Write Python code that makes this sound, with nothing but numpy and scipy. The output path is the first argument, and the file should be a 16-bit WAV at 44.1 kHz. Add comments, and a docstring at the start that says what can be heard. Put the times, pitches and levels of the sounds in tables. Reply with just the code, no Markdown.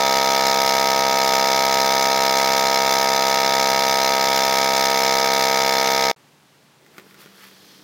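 """Vacuum sealer in a garage

A small piston pump empties a bag close by: each turn gives a thump, a few knocks and puffs of air.
Striking excites harmonics of the turning speed, knocks ring the case modes, and air makes shaped noise.
The pump stops abruptly. In the quiet garage a hand takes a film-wrapped tube and slides it off the bench:
random tiny slips make the friction, and short clicks and scuffs ring the tube and the bench."""
import sys
import numpy as np
from scipy import signal
from scipy.fft import rfft, irfft, next_fast_len
from scipy.io import wavfile
from scipy.ndimage import uniform_filter1d

SR = 44100
rng = np.random.default_rng(int(sys.argv[2]) if len(sys.argv) > 2 else 0)


def unload_wav(signal):
    """Save mono or channel-first audio to the path in sys.argv[1] as 16-bit WAV at rate SR, clipped to [-1, 1]."""
    wavfile.write(
        sys.argv[1],
        SR,
        np.round(np.clip(np.atleast_2d(signal).T, -1, 1) * 32767).astype(np.int16),
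    )


N = 345303
TIME = np.arange(N) / SR
SIZE = next_fast_len(N + SR // 2, real=True)  # padded transform length
FREQ = np.maximum(np.arange(SIZE // 2 + 1) * SR / SIZE, 1)  # Hz

FIRST_STROKE_S, STOP_S, QUIET_S = .0030, 6.115, 6.162
TIGHT_S, TIGHTEN_S = 4.8, .15  # the bag becomes tight
VACUUM_POWER = 2.5  # the vacuum builds from 0 to 1 as this power of the time
# levels with the bag still full: the thump, and the buzz, rattle and air together
THUMP_DB, CLATTER_DB = -19, -21.5
# change at full vacuum: the thump softens, the valve plate slaps harder
SOFTEN_DB, SLAP_DB = -1.1, 1.9


def pump(buzz_db=-7.5, buzz_turn=0.148, rattle_db=-4, room_db=-23, room_t60=0.84):
    """Periodic excitation: the motor's turn drives every part, and the garage adds a weak decaying echo."""
    hz = speed()
    vacuum = np.minimum(TIME / STOP_S, 1) ** VACUUM_POWER
    turns = np.cumsum(hz) / SR - FIRST_STROKE_S * hz[0]
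    turn_ms = 1000 * (turns % 1) / hz  # time since the last stroke

    # the valve plate slaps a fraction of a turn after the stroke
    buzz = undb(buzz_db + SLAP_DB * vacuum) * plate_buzz(turns - buzz_turn)
    clatter = buzz + undb(rattle_db) * rattle(turns) + air(turn_ms)
    direct = undb(THUMP_DB + SOFTEN_DB * vacuum) * thump(turns, vacuum) + undb(CLATTER_DB) * clatter

    tail = noise() * 1000 ** (-TIME / room_t60) * (TIME > .004)
    echo = through(direct, rfft(tail, SIZE) / np.sqrt(np.sum(tail ** 2)))
    stop = np.interp(TIME, [STOP_S - .001, STOP_S, STOP_S + .035], [1, .035, 0])
    return (direct + undb(room_db) * echo) * stop


# the motor starts a little fast and settles to its running speed (turns per second)
RUN_HZ, START_EXTRA_HZ, SETTLE_S = 66.807, .24, .42
# it slows briefly once, and labours once the bag is tight
DIP_S, DIP_HZ, DIP_WIDTH_S = 1.33, .42, .085
SAG_HZ_PER_S = .144


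def speed():
    """Motor under load: turns per second settle exponentially, dip once, and sag against the tight bag."""
    settle = START_EXTRA_HZ * np.exp(-TIME / SETTLE_S)
    dip = DIP_HZ * np.exp(-((TIME - DIP_S) / DIP_WIDTH_S) ** 2)
    return RUN_HZ + settle - dip - SAG_HZ_PER_S * np.maximum(TIME - TIGHT_S, 0)


# two partials change (multiples of the speed): the vacuum damps the whine, the tight bag lifts the drone
WHINE_ORDER, DAMP_DB = 14, -1
DRONE_ORDER, DRONE_DB = 7, 3.1
DARKEN_DB = -.4  # per octave at full vacuum
# Partials of the housing's thump. Each row: multiple of the turning speed, relative level in dB
# before the vacuum and the tight bag act.
THUMP_PARTIALS = [(2, -24.5), (3, -14.8), (4, -17), (5, -21), (6, -14.3), (7, -7.3), (8, -10), (9, -8.4),
                  (10, -2.7), (11, -12.8), (12, -3), (13, -12.5), (14, 1.2), (15, -18), (16, -23.5),
                  (17, -18.5), (18, -13.5), (19, -4.2), (20, -17.5), (21, -19)]


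def thump(turns, vacuum):
    """Harmonic series: the housing, struck once a turn, sounds at multiples of the turning speed."""
    tight = np.clip((TIME - TIGHT_S) / TIGHTEN_S, 0, 1)
    changes = {WHINE_ORDER: DAMP_DB * vacuum, DRONE_ORDER: DRONE_DB * tight}
    return ring(turns, THUMP_PARTIALS, flutter_db=-0.05, tilt_db=DARKEN_DB * vacuum, changes=changes)


# Partials of the valve plate's buzz. Each row: multiple of the turning speed, relative level in dB.
PLATE_PARTIALS = [(22, -12), (23, -14.5), (24, -5), (25, -10.5), (26, -5.5), (27, -1.5), (28, -8),
                  (29, -19.5), (30, -5), (31, -5.5), (32, -9), (33, -1), (34, -0.5), (35, -6.5), (36, -7.5)]


def plate_buzz(turns):
    """Harmonic series: the slapped valve plate sounds at high multiples of the turning speed."""
    return ring(turns, PLATE_PARTIALS, flutter_db=0.06)


def ring(turns, tone, flutter_db, tilt_db=0, changes={}, bass_lag=5.3):
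    """Minimum phase: a body struck once a turn answers after the blow, so levels fix its phases.

    tone lists (multiple, dB), tilt_db is per octave, and changes gives dB by multiple."""
    order, db = np.transpose(tone)
    # the cepstrum of the levels yields the phases
    skirt = np.interp(np.arange(129), [order[0] / 2, *order, order[-1] + 18], [-40, *db, -40])
    cepstrum = irfft(np.log(undb(skirt)))
    lag = rfft(2 * cepstrum[:len(cepstrum) // 2], len(cepstrum)).imag
    # slow bending waves bring the lowest partials late
    lag = lag + bass_lag * np.exp(-np.arange(len(lag)) / 5.2)

    wave = np.zeros(N)
    for k, level_db in zip(np.rint(order).astype(int), db):
        tilt = tilt_db * np.log2(k / order.mean())
        gain = undb(level_db + tilt + changes.get(k, 0))
        wave += gain * np.cos(2 * np.pi * k * turns + lag[k])
    return unit(wave) * undb(flutter_db * walk(60))


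# Knocks of valves and crank in one turn. Each row: mean time after the stroke in ms, mean level in dB,
# random timing scatter in ms.
KNOCKS = [(0.951, 0, 0.014), (2.597, 4, 0.025), (3.35, -0.5, 0.019), (5.898, 4.5, 0.018),
          (6.45, -6.5, 0.06), (6.751, -2.5, 0.023)]


def rattle(turns, scatter_db=1.2, damping=0.42, drift_ms=.02):
    """Impact excitation: valves and crank knock at set points of each turn, with scatter and drifting play."""
    strokes = np.interp(np.arange(int(turns[-1])), turns, TIME)
    blows = np.zeros(N)
    for ms, db, scatter_ms in KNOCKS:
        late, strong = rng.standard_normal((len(strokes), 2)).T
        play_ms = drift_ms * np.interp(strokes, TIME, walk(14))
        times = strokes + (ms + play_ms + scatter_ms * late) / 1000
        blows += clicks(times, undb(db + scatter_db * strong))
    # plastic contacts are soft, and the small case radiates little bass
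    contact = colour([(1100, -34), (1800, -5), (2600, 8), (6500, -3.5), (8000, -16), (15000, 3)])
    # knocked walls ring longer than the air that they enclose
    walls = case([(hz, width * damping, db) for hz, width, db, _ in CASE_MODES])
    return unit(through(blows, contact * walls))


# Resonances of the case. Each row: frequency in Hz, width in Hz when blown (narrower when knocked),
# relative level in dB when knocked, relative level in dB when blown.
CASE_MODES = [(1790, 650, -12.5, -22), (2207, 400, -6.5, -7), (2826, 670, -16, -6), (3569, 210, -0.5, -3.5),
              (3830, 35, -28, 3.5), (4146, 380, 4, 0.5), (4720, 170, -3, -6), (4883, 470, 2, -6),
              (5270, 650, 5, 6), (6020, 410, 0.5, 6.5), (7000, 250, -23, -6.5), (7030, 140, -13, 4)]


def case(modes, bounce_ms=0.704, bounce=0.086):
    """Modal response with comb filtering: an inverted reflection inside the case hollows its modes."""
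    return resonances(modes) * (1 - bounce * np.exp(-2j * np.pi * FREQ * bounce_ms / 10 ** 3))


LEAK_DB = -21.5  # air that flows between the puffs
# Puffs of air in one turn. Each row: peak time after the stroke in ms, relative flow in dB,
# half width in ms to 1/e.
PUFFS = [(1.8, 9, 1.03), (5, 10.5, 1.73), (8.6, 5.5, 1.57), (13, -1.5, 1.38)]
# Resonances of the air outlet. Each row: frequency in Hz, width in Hz, relative level in dB.
OUTLET_MODES = [(9130, 440, -15), (8900, 460, -7), (10160, 124, -3), (10600, 500, -13), (11320, 380, -11.5),
                (12680, 440, -4.5), (13900, 250, -4.5), (14550, 150, -5), (14470, 170, -1.5),
                (15500, 620, -11)]
# Spectrum of the air's low turbulence. Each row: frequency in Hz, relative level in dB per Hz.
CHURN_SPECTRUM = [(20, -11), (70, -9), (250, -7), (440, -2), (535, 3), (600, -1), (800, 0), (1100, -6),
                  (1270, -2), (1450, -6), (1700, -5), (2600, -15), (6000, -30)]


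def air(turn_ms, rush_db=-5.5, hiss_db=-15.0, churn_db=-14, gusty_db=1.37, spit_db=1.5):
    """Flow noise: the puffs modulate turbulence that rushes through the case and hisses at the outlet."""
    puffs = sum(undb(db) * np.exp(-((turn_ms - ms) / width) ** 2) for ms, db, width in PUFFS)
    flow = (undb(LEAK_DB) + puffs) * undb(gusty_db * walk(110))

    blown = case([(hz, width, db) for hz, width, _, db in CASE_MODES])
    body = blown * colour([(1100, 10), (1600, 7.5), (7200, -4.0), (8000, -21.0), (15000, -14)])
    rush = unit(through(noise() * flow, body))
    # the outlet jet grows faster than the flow that feeds it, and spits unevenly
    jet = flow ** 1.09 * undb(spit_db * walk(300))
    hiss = unit(through(noise() * jet, resonances(OUTLET_MODES)))
    # the low churn barely follows the puffs
    churn = unit(through(noise() * flow ** 0.097, colour(CHURN_SPECTRUM)))
    return undb(rush_db) * rush + undb(hiss_db) * hiss + undb(churn_db) * churn


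# film hiss and crinkle relative to the scrape; the crinkle takes a share of the extra hiss
FILM_DB, CRINKLE_DB, CRINKLE_SHARE = -3.5, -5.5, .3
# the hand lands and rumbles on the tube from then on, most as it takes its grip
TOUCH_S, TOUCH_RISE_S, RUMBLE_DB = 6.78, .03, -59
GRIP_S, GRIP_DB, GRIP_RISE_S, GRIP_FALL_S = 6.99, -58, 0.023, 0.053


def slide():
    """Sliding friction: the tube drags over the bench while its plastic film hisses and crinkles."""
    rumble = friction([(70, -45), (150, -15), (280, 2), (440, 3), (700, -7), (1500, -25)],
                      grain_db=2.0, slips_per_s=4000)
    scrape = friction([(500, -20), (1200, 0), (1700, 0.5), (2800, -5), (4500, -21)],
                      grain_db=0.5, slips_per_s=2000)
    film = friction([(1800, -26), (3300, 0.0), (3800, -3), (4500, -0.5), (5900, -5), (7000, -12), (8500, -19)],
                    grain_db=0.3, slips_per_s=25000)
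    crinkle = friction([(4500, -22), (7500, -2), (11000, 0), (14000, 3), (16000, -3)],
                       grain_db=2.0, slips_per_s=12000)

    hand = undb(RUMBLE_DB) + undb(GRIP_DB) * swell(GRIP_S, GRIP_RISE_S, GRIP_FALL_S)
    hissing = undb(FILM_DB) * pushing(0.98) * film
    crinkling = undb(CRINKLE_DB) * pushing(CRINKLE_SHARE) * crinkle
    touch = np.clip((TIME - TOUCH_S) / TOUCH_RISE_S, 0, 1)
    handling = touch * (hand * rumble + pushing(0) * scrape + hissing + crinkling)
    # the light tube radiates no deep bass
    return through(handling, colour([(70, -20), (150, 0)]))


# Pushes that slide the tube. Each row: peak time in seconds, scrape level in dB, rise in seconds,
# fall in seconds, extra film hiss in dB (of which each sound takes a share).
PUSHES = [(6.975, -54, .04, .03, -5), (7.105, -54, 0.038, .025, -3), (7.215, -48, 0.034, .045, 1),
          (7.447, -48, 0.097, 0.061, 0.5), (7.72, -57.5, 0.41, .2, 10)]


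def pushing(film_share):
    """Energy summation: the pushes add as powers, each with a share of its extra film hiss."""
    power = 0
    for peak_s, db, rise_s, fall_s, film_db in PUSHES:
        power = power + (undb(db + film_share * film_db) * swell(peak_s, rise_s, fall_s)) ** 2
    return np.sqrt(power)


def swell(peak_s, rise_s, fall_s):
    """Exponential growth and decay: an envelope that reaches one at its peak."""
    return np.exp(-np.maximum((peak_s - TIME) / rise_s, (TIME - peak_s) / fall_s))


def friction(spectrum, grain_db, slips_per_s):
    """Stick-slip as shot noise: tiny slips of uneven size, coloured by the surface that they shake."""
    slips = (rng.random(N) < slips_per_s / SR) * noise() * undb(grain_db * walk(250))
    return unit(through(slips, colour(spectrum)))


# Fingers and tube tapping the bench. Each row: start in seconds, strength in dB,
# dull thud of the bench in dB relative to that strength.
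TAPS = [(6.864, -40, -3), (6.946, -48, -8), (6.982, -27, -5.5), (6.9857, -35, -2), (6.988, -38, -4),
        (6.998, -36, -8), (7.110, -36, -14), (7.144, -33, -14), (7.2185, -42, -10), (7.253, -42, 3),
        (7.260, -36, 1), (7.441, -37, -12)]
# Resonances of the tube. Each row: frequency in Hz, width in Hz, relative level in dB.
TUBE_MODES = [(1210, 110, 8), (1430, 93, 15), (1800, 170, 11), (2040, 200, 6), (3150, 520, -4),
              (4500, 470, -13), (6300, 980, -16), (13000, 5000, -9)]


def taps(click_db=11.5, contact_db=-6, contact_s=0.0008, ring_s=0.02, ring_db=-18):
    """Modal excitation: a sharp click and a short scuff ring the tube and thud in the bench."""
    tube = resonances(TUBE_MODES)
    bench = resonances([(185, 50, 12), (370, 120, 10), (720, 250, 0)]) * colour([(60, -28), (140, 6.5)])
    age = TIME[:SR // 8]
    decay = undb(contact_db) * np.exp(-age / contact_s) + undb(ring_db) * np.exp(-age / ring_s)
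    on_tube, on_bench = np.zeros(N), np.zeros(N)
    for start_s, db, thud_db in TAPS:
        scuff = rng.standard_normal(len(age)) * decay
        push = undb(click_db) * (age == 0) + scuff
        first = int(start_s * SR)
        span = slice(first, first + len(age))
        on_tube[span] += undb(db) * push
        on_bench[span] += undb(db + thud_db) * push
    return through(on_tube, tube) + through(on_bench, bench)


GARAGE_DB = -55.5  # mean level of the room air
# Spectrum of the garage air. Each row: frequency in Hz, relative level in dB per Hz.
GARAGE_SPECTRUM = [(15, -61), (25, -37), (69, -37), (82, -15), (113, -15), (129, -5), (144, -6), (169, -7),
                   (433, -11.5), (762, -14.5), (848, -12.5), (1140, -15), (4040, -20), (15500, -33)]
# Faint far hums. Each row: start in seconds, end in seconds, mean frequency in Hz, mean level in dB.
HUMS = [(6.104, 7.002, 145.6, -68), (6.967, 7.56, 195, -58.5), (7.54, 7.9, 193, -62), (7.58, 7.9, 302, -61)]


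def garage(hum_waver_db=1.0, hum_drift=0.55):
    """Background noise: coloured room air and faint hums, wavering in level and phase, once it is quiet."""
    out = unit(through(noise(), colour(GARAGE_SPECTRUM))) * undb(GARAGE_DB + 0.43 * walk(9.3))
    for start, end, hz, db in HUMS:
        fade = np.clip(np.minimum(TIME - start, end - TIME) / 0.027, 0, 1)
        tone = unit(np.sin(2 * np.pi * hz * TIME + hum_drift * walk(12)))
        out = out + fade * undb(db + hum_waver_db * walk(14)) * tone
    return out * (TIME > QUIET_S)


def undb(db):
    """Logarithmic level: decibels to amplitude gain."""
    return 10 ** (np.asarray(db) / 20)


def unit(x):
    """Effective value: scale to an rms of one."""
    return x / np.sqrt(np.mean(x ** 2))


def noise():
    """White noise: independent Gaussian samples."""
    return rng.standard_normal(N)


def through(x, response):
    """Linear filtering: multiply the spectrum by a frequency response."""
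    return irfft(rfft(x, SIZE) * response, SIZE)[:N]


def colour(points):
    """Spectral envelope: join (Hz, dB) points along a logarithmic frequency axis."""
    hz, db = np.transpose(points)
    return undb(np.interp(np.log(FREQ), np.log(hz), db))


def resonances(modes):
    """Modal superposition: damped (Hz, width in Hz, dB) resonators side by side."""
    return sum(undb(db) / (1 + 1j * (FREQ ** 2 - hz ** 2) / (FREQ * width)) for hz, width, db in modes)


def walk(rate):
    """Low-passed noise: a smooth random drift with an rms of one, from rate values per second."""
    k = max(int(SR / rate), 1)
    steps = np.repeat(rng.standard_normal(N // k + 1), k)
    return unit(uniform_filter1d(uniform_filter1d(steps, k), k)[:N])


def clicks(times, sizes):
    """Band-limited impulses: short windowed sincs at times between the samples."""
    out = np.zeros(N)
    at = times[:, None] * SR
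    index = np.floor(at).astype(int) + np.arange(-7, 9)
    shape = np.sinc(index - at) * np.sinc((index - at) / 8)
    inside = (index >= 0) * (index < N)
    np.add.at(out, np.clip(index, 0, N - 1), sizes[:, None] * shape * inside)
    return out


def scene():
    """Superposition: the pump, then the handling in the quiet garage."""
    return (pump() + garage() + slide() + taps())[None]


TOP_HZ = 15800


def record(dry):
    """Band limitation: a small microphone with a steep elliptic top cut."""
    return signal.sosfilt(signal.ellip(10, .1, 80, TOP_HZ, fs=SR, output="sos"), dry)


dry = scene()
out = record(dry)
unload_wav(out)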